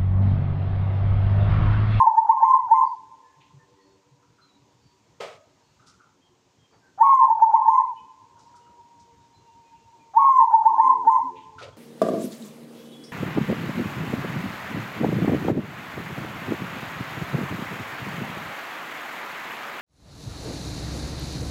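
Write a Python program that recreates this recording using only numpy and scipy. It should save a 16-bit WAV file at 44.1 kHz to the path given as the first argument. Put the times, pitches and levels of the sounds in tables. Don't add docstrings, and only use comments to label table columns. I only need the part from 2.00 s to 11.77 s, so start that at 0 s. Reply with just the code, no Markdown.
import sys
import numpy as np
from scipy import signal
from scipy.fft import rfft, irfft, next_fast_len
from scipy.io import wavfile
from scipy.ndimage import uniform_filter1d, minimum_filter1d, map_coordinates

SR = 44100
rng = np.random.default_rng(int(sys.argv[2]) if len(sys.argv) > 2 else 0)


def inscribe(sig):
    pcm = np.round(np.clip(np.atleast_2d(sig).T, -1, 1) * 32767)
    wavfile.write(sys.argv[1], SR, pcm.astype(np.int16))


N = 430857


def amp(db):
    return 10 ** (np.asarray(db) / 20)


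def unit_rms(x):
    return x / np.sqrt(np.mean(x ** 2) + 1e-20)


def along(points, hz):
    freqs, values = np.transpose(points)
    return np.interp(np.log(hz + 1), np.log(freqs + 1), values)


def curves(rows, count=N):
    times, *columns = np.transpose(rows)
    return [np.interp(np.arange(count) / SR, times, column) for column in columns]


def wobble(rate):
    steps = np.arange(0, N + 64, 64)
    return np.interp(np.arange(N), steps, map_coordinates(rng.standard_normal(600), [steps * rate / SR]))


def phase_of(hz):
    return 2 * np.pi * np.cumsum(hz) / SR


def filtered(x, response):
    size = next_fast_len(len(x) + 8192)
    return irfft(rfft(x, size) * response(np.fft.rfftfreq(size, 1 / SR)), size)[:len(x)]


def band(x, centre_hz, octaves):
    return unit_rms(filtered(x, lambda hz: np.exp(-.5 * (np.log2((hz + 1) / centre_hz) / octaves) ** 2)))


def add(track, start_s, x):
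    part = track[round(start_s * SR):][:len(x)]
    part += x[:len(part)]


# frequency in Hz, standard deviation of the level in dB.
HUSH_SPREAD = [(100, 4), (500, 3), (1500, 1.5), (4000, 1)]
# frequency in Hz, relative spectral density in dB.
HUSH_SPECTRUM = [(25, -31.5), (50, -15), (110, -1.5), (170, -6.5), (300, -9), (500, -12.5), (680, -14.5),
                 (1000, -9.5), (1300, -19.5), (2500, -20.5), (5000, -22), (6800, -20.5), (8500, -32.5),
                 (10000, -42.5), (15500, -41.5)]
# time in seconds, level of the treble band in dB.
HUSH_LEVEL = [(0.0, -75), (0.76, -75.5), (0.92, -73), (2.1, -75.5), (3.83, -73), (4.22, -76), (4.95, -74),
              (5.05, -75), (5.8, -75.5), (6, -74), (8.7, -72), (9.77, -71.5)]


def hush():
    bin_hz, _, spectra = signal.stft(rng.standard_normal(N), SR, nperseg=512)
    patches = uniform_filter1d(rng.standard_normal(spectra.shape), size=4, axis=0)
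    patches = unit_rms(uniform_filter1d(patches, size=10, axis=1))
    spectra *= amp(along(HUSH_SPREAD, bin_hz)[:, None] * patches)
    noise = signal.istft(spectra, nperseg=512)[1][:N]
    noise = filtered(noise, lambda hz: amp(along(HUSH_SPECTRUM, hz)))
    treble = filtered(noise, lambda hz: (hz > 3400) & (hz < 5800))
    return amp(curves(HUSH_LEVEL)[0]) * noise / np.std(treble)


# time in seconds, turns per second, drone gain in dB, whine level in dB.
MOTOR_RUN = [(0, 97, -84.5, -88), (1.5, 96.9, -73.5, -85), (1.85, 96.8, -64, -82), (2.15, 96.6, -74, -74.5),
             (3, 95.5, -79, -76.5), (4.3, 90, -76.5, -88.5), (5.8, 94, -74.5, -72.5),
             (6.6, 95.2, -73.5, -54.5), (7.3, 93.3, -75, -59), (8.1, 91.6, -76, -58.5),
             (8.6, 90.8, -75, -59.5), (8.76, 90.5, -53.5, -61.5), (8.96, 90.1, -51.5, -63),
             (9.07, 89.6, -48.5, -63.5), (9.12, 89.3, -74.5, -60), (9.25, 88.5, -55.5, -56.5),
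             (9.38, 87.8, -53.5, -59), (9.44, 87.4, -70, -59), (9.53, 86.9, -60, -54),
             (9.77, 85.5, -75.5, -86)]
# multiple of the shaft rate, relative level in dB.
SHAFT_ORDERS = [(1, -25.5), (2, -16), (3, -2), (4, -3), (5, -4), (6, -15)]


def motor():
    speed, drone_db, whine_db = curves(MOTOR_RUN)
    shaft = phase_of(speed * (1 + .0036 * wobble(35)))
    drone = np.zeros(N)
    for order, db in SHAFT_ORDERS:
        strength = amp(db + .8 * wobble(8.5) + 5.3 * wobble(28))
        drone += strength * np.sin(order * shaft + .77 * wobble(20) + rng.uniform(0, 2 * np.pi))
    whine = amp(whine_db + 3.5 * wobble(36)) * np.sin(10 * shaft + .64 * wobble(55))
    return np.sqrt(2) * (amp(drone_db) * drone + whine)


# delay in seconds, gain in dB before colouring.
WALL_ECHOES = [(0.011, -13.5), (.03, -16.5), (.047, -9.5), (0.063, -9), (.083, -15), (0.099, -14),
               (.117, -10.5)]
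# delay in seconds, relative level in dB.
GATED_REVERB = [(0, -31.5), (.02, -6), (.105, -10), (.135, -27.5), (.3, -36), (.46, -41), (.5, -50),
                (1.5, -64.5)]
# frequency in Hz, gain in dB.
ECHO_COLOUR = [(100, -3.5), (760, -5), (900, 0), (1080, 1.5), (1400, -8), (1800, -13), (2050, -3),
               (2600, -8), (7000, -12), (15000, -14)]


def room(x, reverb_db):
    count = 3 * SR // 2
    response = amp(reverb_db + curves(GATED_REVERB, count)[0]) * rng.standard_normal(count)
    for delay, db in WALL_ECHOES:
        response[round(delay * SR)] += amp(db)
    echoes = signal.fftconvolve(x, response)[:len(x)]
    return x + filtered(echoes, lambda hz: amp(along(ECHO_COLOUR, hz)))


# start in seconds, length in seconds, starting pitch in Hz, gain in dB.
BIRD_CHIRPS = [(.84, 0.097, 4640, -67), (1.23, .14, 1744, -67), (1.58, 0.117, 1821, -67),
               (1.77, .1, 1890, -69), (1.79, .17, 4390, -70), (2.41, 0.077, 4120, -59.5),
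               (2.47, 0.11, 3943, -67), (2.8, 0.16, 4590, -68.5), (3.63, .1, 4416, -69.5),
               (4.21, .08, 3225, -70), (4.58, 0.11, 3225, -66.5), (4.7, 0.1, 4584, -69),
               (4.81, 0.11, 1562, -63.5), (5.861, 0.063, 2445, -69), (5.95, 0.11, 3010, -65.5),
               (5.96, .12, 2535, -72), (6.608, 0.11, 2875, -67.5), (7.331, .1, 4085, -67.5),
               (7.39, .2, 2796, -72), (7.599, 0.2, 2486, -71), (7.726, 0.16, 2770, -71.5),
               (7.218, 0.073, 2960, -73), (7.989, 0.064, 2420, -68), (9.72, .06, 3290, -63.5)]


def far_birds():
    out = np.zeros(N)
    sag = .0087
    for start, length, start_hz, db in BIRD_CHIRPS:
        progress = np.linspace(0, 1, round(length * SR))
        hz = start_hz * (1 - sag * progress) + 400 * rng.standard_normal(SR // 2)[:len(progress)]
        envelope = np.clip(progress / .24, 0, 1) * (1 - progress) ** .5
        add(out, start, np.sqrt(2) * amp(db) * envelope * np.sin(phase_of(hz)))
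    return room(out * amp(3.5 * wobble(40)), reverb_db=-33)


def noise_burst(centre_hz, octaves, rise_s, t60):
    t = np.arange(SR // 2) / SR
    noise = rng.standard_normal(len(t))
    grain_db = 2.1 * np.repeat(rng.standard_normal(len(t) // 150 + 1), 150)[:len(t)]
    envelope = np.clip(t / rise_s, 0, 1) * amp(-60 * np.maximum(t - rise_s, 0) / t60)
    return envelope * band(noise * amp(grain_db), centre_hz, octaves)


# start in seconds, level in dB.
DULL_BUMPS = [(1.358, -59), (1.53, -46), (2.11, -56)]
# start in seconds, level in dB.
HOLLOW_SCUFFS = [(2.22, -68), (2.379, -59.5), (3.79, -57.5), (3.87, -58), (3.99, -55.5), (6.36, -65),
                 (6.539, -62), (6.66, -64), (9.578, -42)]
# start in seconds,
# centre in Hz, width in octaves, time to decay by 60 dB in seconds, level in dB.
RUSTLES_AND_RING = [(1.401, 2660, 0.41, 0.35, -59), (3.37, 625, .13, 0.53, -56.5),
                    (3.86, 5130, .46, .35, -56.5), (4.72, 700, 0.84, 0.41, -61),
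                    (6.38, 5400, .39, .56, -62.5), (6.548, 5510, .46, .29, -62),
                    (6.99, 5460, 0.37, .17, -61.5), (9.354, 2660, 0.35, 0.42, -52.5),
                    (9.579, 2614, 0.8, 0.43, -49), (9.615, 2543, 0.78, 0.19, -42.5),
                    (9.605, 534, 0.39, 0.44, -42.5), (9.551, 101, .34, 0.77, -52.5),
                    (9.63, 108, .34, .9, -50)]


def small_noises():
    out = np.zeros(N)
    for start, db in DULL_BUMPS:
        add(out, start, amp(db) * noise_burst(centre_hz=134, octaves=.24, rise_s=.018, t60=.22))
    for start, db in HOLLOW_SCUFFS:
        add(out, start, amp(db) * noise_burst(centre_hz=1330, octaves=.15, rise_s=.0089, t60=.42))
    for start, centre_hz, octaves, t60, db in RUSTLES_AND_RING:
        add(out, start, amp(db) * noise_burst(centre_hz, octaves, rise_s=.013, t60=t60))
    return out


# frequency in Hz, relative level in dB, time to decay by 60 dB in seconds.
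WOOD_MODES = [(473, -1.5, 0.26), (633, 2, 0.44), (1048, -17, 0.5), (1265, 0, 0.59), (1700, -23, 0.24),
              (2160, -14, 0.27), (2160, -19, 0.23), (3360, -12, 0.32), (3450, -12, 0.2)]
# frequency in Hz, relative spectral density in dB.
CRACK_SPECTRUM = [(59, -42), (100, -18), (243, -19.5), (293, -42), (394, -4), (613, -2.5), (897, -12),
                  (1230, -14), (1580, -18.5), (2270, -14.5), (8000, -31.5), (10500, -48), (15500, -50)]


def knock(start_s=3.198, gain_db=-32):
    out, t = np.zeros(N), np.arange(SR // 2) / SR
    ring = sum(amp(db - 60 * t / t60) * np.sin(phase_of(hz + rng.normal(0, 440, len(t))))
               for hz, db, t60 in WOOD_MODES)
    crack = unit_rms(filtered(rng.standard_normal(len(t)), lambda hz: amp(along(CRACK_SPECTRUM, hz))))
    crack *= amp(-60 * t / .49) * np.clip((.21 - t) / .05, .3, 1)
    attack = np.clip(t / .01, 0, 1) ** 2
    add(out, start_s, amp(gain_db) * (amp(-11.5) * ring + crack) * attack)
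    return out


# frequency in Hz, level in dB relative to the fundamental.
THROAT_RESPONSE = [(1400, -62), (1800, -39), (2200, -44), (2700, -69), (3200, -56), (3700, -73),
                   (4700, -69), (5200, -64.5), (5700, -69.5), (6250, -49.5), (6650, -59), (7100, -49.5),
                   (7600, -64), (8400, -70)]


def dove_overtones(hz, openness):
    phase = phase_of(hz)
    flicker = uniform_filter1d(rng.standard_normal((10, SR // 2)), size=700, axis=1)
    flicker = flicker[:, :len(hz)] * np.sqrt(700)
    jitter = .14 * flicker[0]
    overtones = np.zeros(len(hz))
    for k in range(2, 10):
        dulling_db = .9 * k * openness
        db = along(THROAT_RESPONSE, k * hz) + 5 * flicker[k] - dulling_db
        overtones += amp(db) * np.sin(k * phase + (k - 2) * jitter)
    pitch_slope = np.gradient(uniform_filter1d(hz, size=200))
    return overtones * np.clip(1 - pitch_slope / .45, 0, 1)


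def breath_puff():
    t = np.arange(SR // 20) / SR
    air = band(rng.standard_normal(len(t)), centre_hz=900, octaves=.4)
    return air * np.exp(-.5 * ((t - .014) / .007) ** 2)


# hoot onset in seconds, hoot length in seconds, coo length in seconds,
# starting pitch of the coo in Hz, hoot level in dB, coo level in dB.
DOVE_NOTES = [(-.205, 0.021, .17, 1094, -9, -16.5), (.069, .016, 0.0055, 947, -7.5, -26),
              (.176, 0.015, 0.0038, 945, -8, -28), (.292, .018, 0.011, 1068, -9, -20),
              (.427, .016, .095, 1056, -7.5, -16.5), (.713, 0.024, .068, 1051, -7.5, -17.5),
              (5.01, .018, .17, 1105, -6.5, -15.5), (5.3, 0.02, .004, 900, -11, -24),
              (5.42, .021, 0.0026, 943, -4.5, -25.5), (5.539, 0.015, .012, 1062, -5, -19.5),
              (5.679, .016, .09, 1052, -7, -18), (8.167, .016, .205, 1105, -7, -16),
              (8.537, 0.019, .005, 925, -5, -25), (8.662, .016, .014, 1073, -6.5, -22.5),
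              (8.794, .014, .095, 1054, -7, -16.5), (9.072, 0.022, .068, 1042, -8, -18)]
PREROLL_S = 1


def dove():
    out = np.zeros(N + PREROLL_S * SR)
    lead_s, swell_s, flip_s, drop_s, close_s = .029, .01, .0041, .012, .0046
    sag_hz_per_s = 472.7
    for onset, hoot_s, coo_s, coo_hz, hoot_db, coo_db in DOVE_NOTES:
        hoot_hz = 901.6 + 57 * coo_s
        tail_db = coo_db - 7.5 + 45.5 * coo_s
        fall_hz = sag_hz_per_s * coo_s
        # seconds since the previous point, pitch in Hz, level in dB.
        steps, pitches, levels = np.transpose([
            (0, .8 * hoot_hz, hoot_db - 37.5),
            (lead_s, .95 * hoot_hz, hoot_db - 17.5),
            (swell_s, .985 * hoot_hz, hoot_db),
            (hoot_s - swell_s / 2, 1.02 * hoot_hz, hoot_db - 6),
            (flip_s, coo_hz, coo_db - 2),
            (coo_s / 2, coo_hz - .25 * fall_hz, coo_db),
            (coo_s / 2, coo_hz - fall_hz, coo_db),
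            (drop_s, 1.01 * hoot_hz, tail_db),
            (.18 * coo_s + .001, .98 * hoot_hz, tail_db - 2),
            (close_s, .79 * hoot_hz, tail_db - 32)])
        knots = np.cumsum(steps)
        t = np.arange(round(knots[-1] * SR)) / SR
        hz, db = np.interp(t, knots, pitches), np.interp(t, knots, levels)
        openness = np.interp(t, knots[1:5], [.3, 1, 1, 0])
        pinch_db = .47 * np.clip(hoot_db - db, 0, 16) * (t < lead_s + swell_s)
        tone = np.sin(phase_of(hz)) + amp(pinch_db) * dove_overtones(hz, openness)
        envelope = uniform_filter1d(amp(db) * np.clip(t / .0052, 0, 1), size=200, mode="constant")
        start = onset + PREROLL_S - lead_s - swell_s / 2
        add(out, start, amp(hoot_db - 34.5) * breath_puff())
        add(out, start, np.sqrt(2) * envelope * tone)
    return out


def scene():
    cooing = room(dove(), reverb_db=-33.5)[PREROLL_S * SR:]
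    return (cooing + motor() + knock() + small_noises() + far_birds() + hush())[None]


def record(dry):
    ceiling, top_hz = .58, 15600
    needed = np.minimum(1, ceiling / (np.abs(dry[0]) + 1e-9))
    gain = uniform_filter1d(minimum_filter1d(needed, size=600), size=300)
    return filtered(gain * dry[0], lambda hz: hz < top_hz)[None]


dry = scene()
out = record(dry)
inscribe(out)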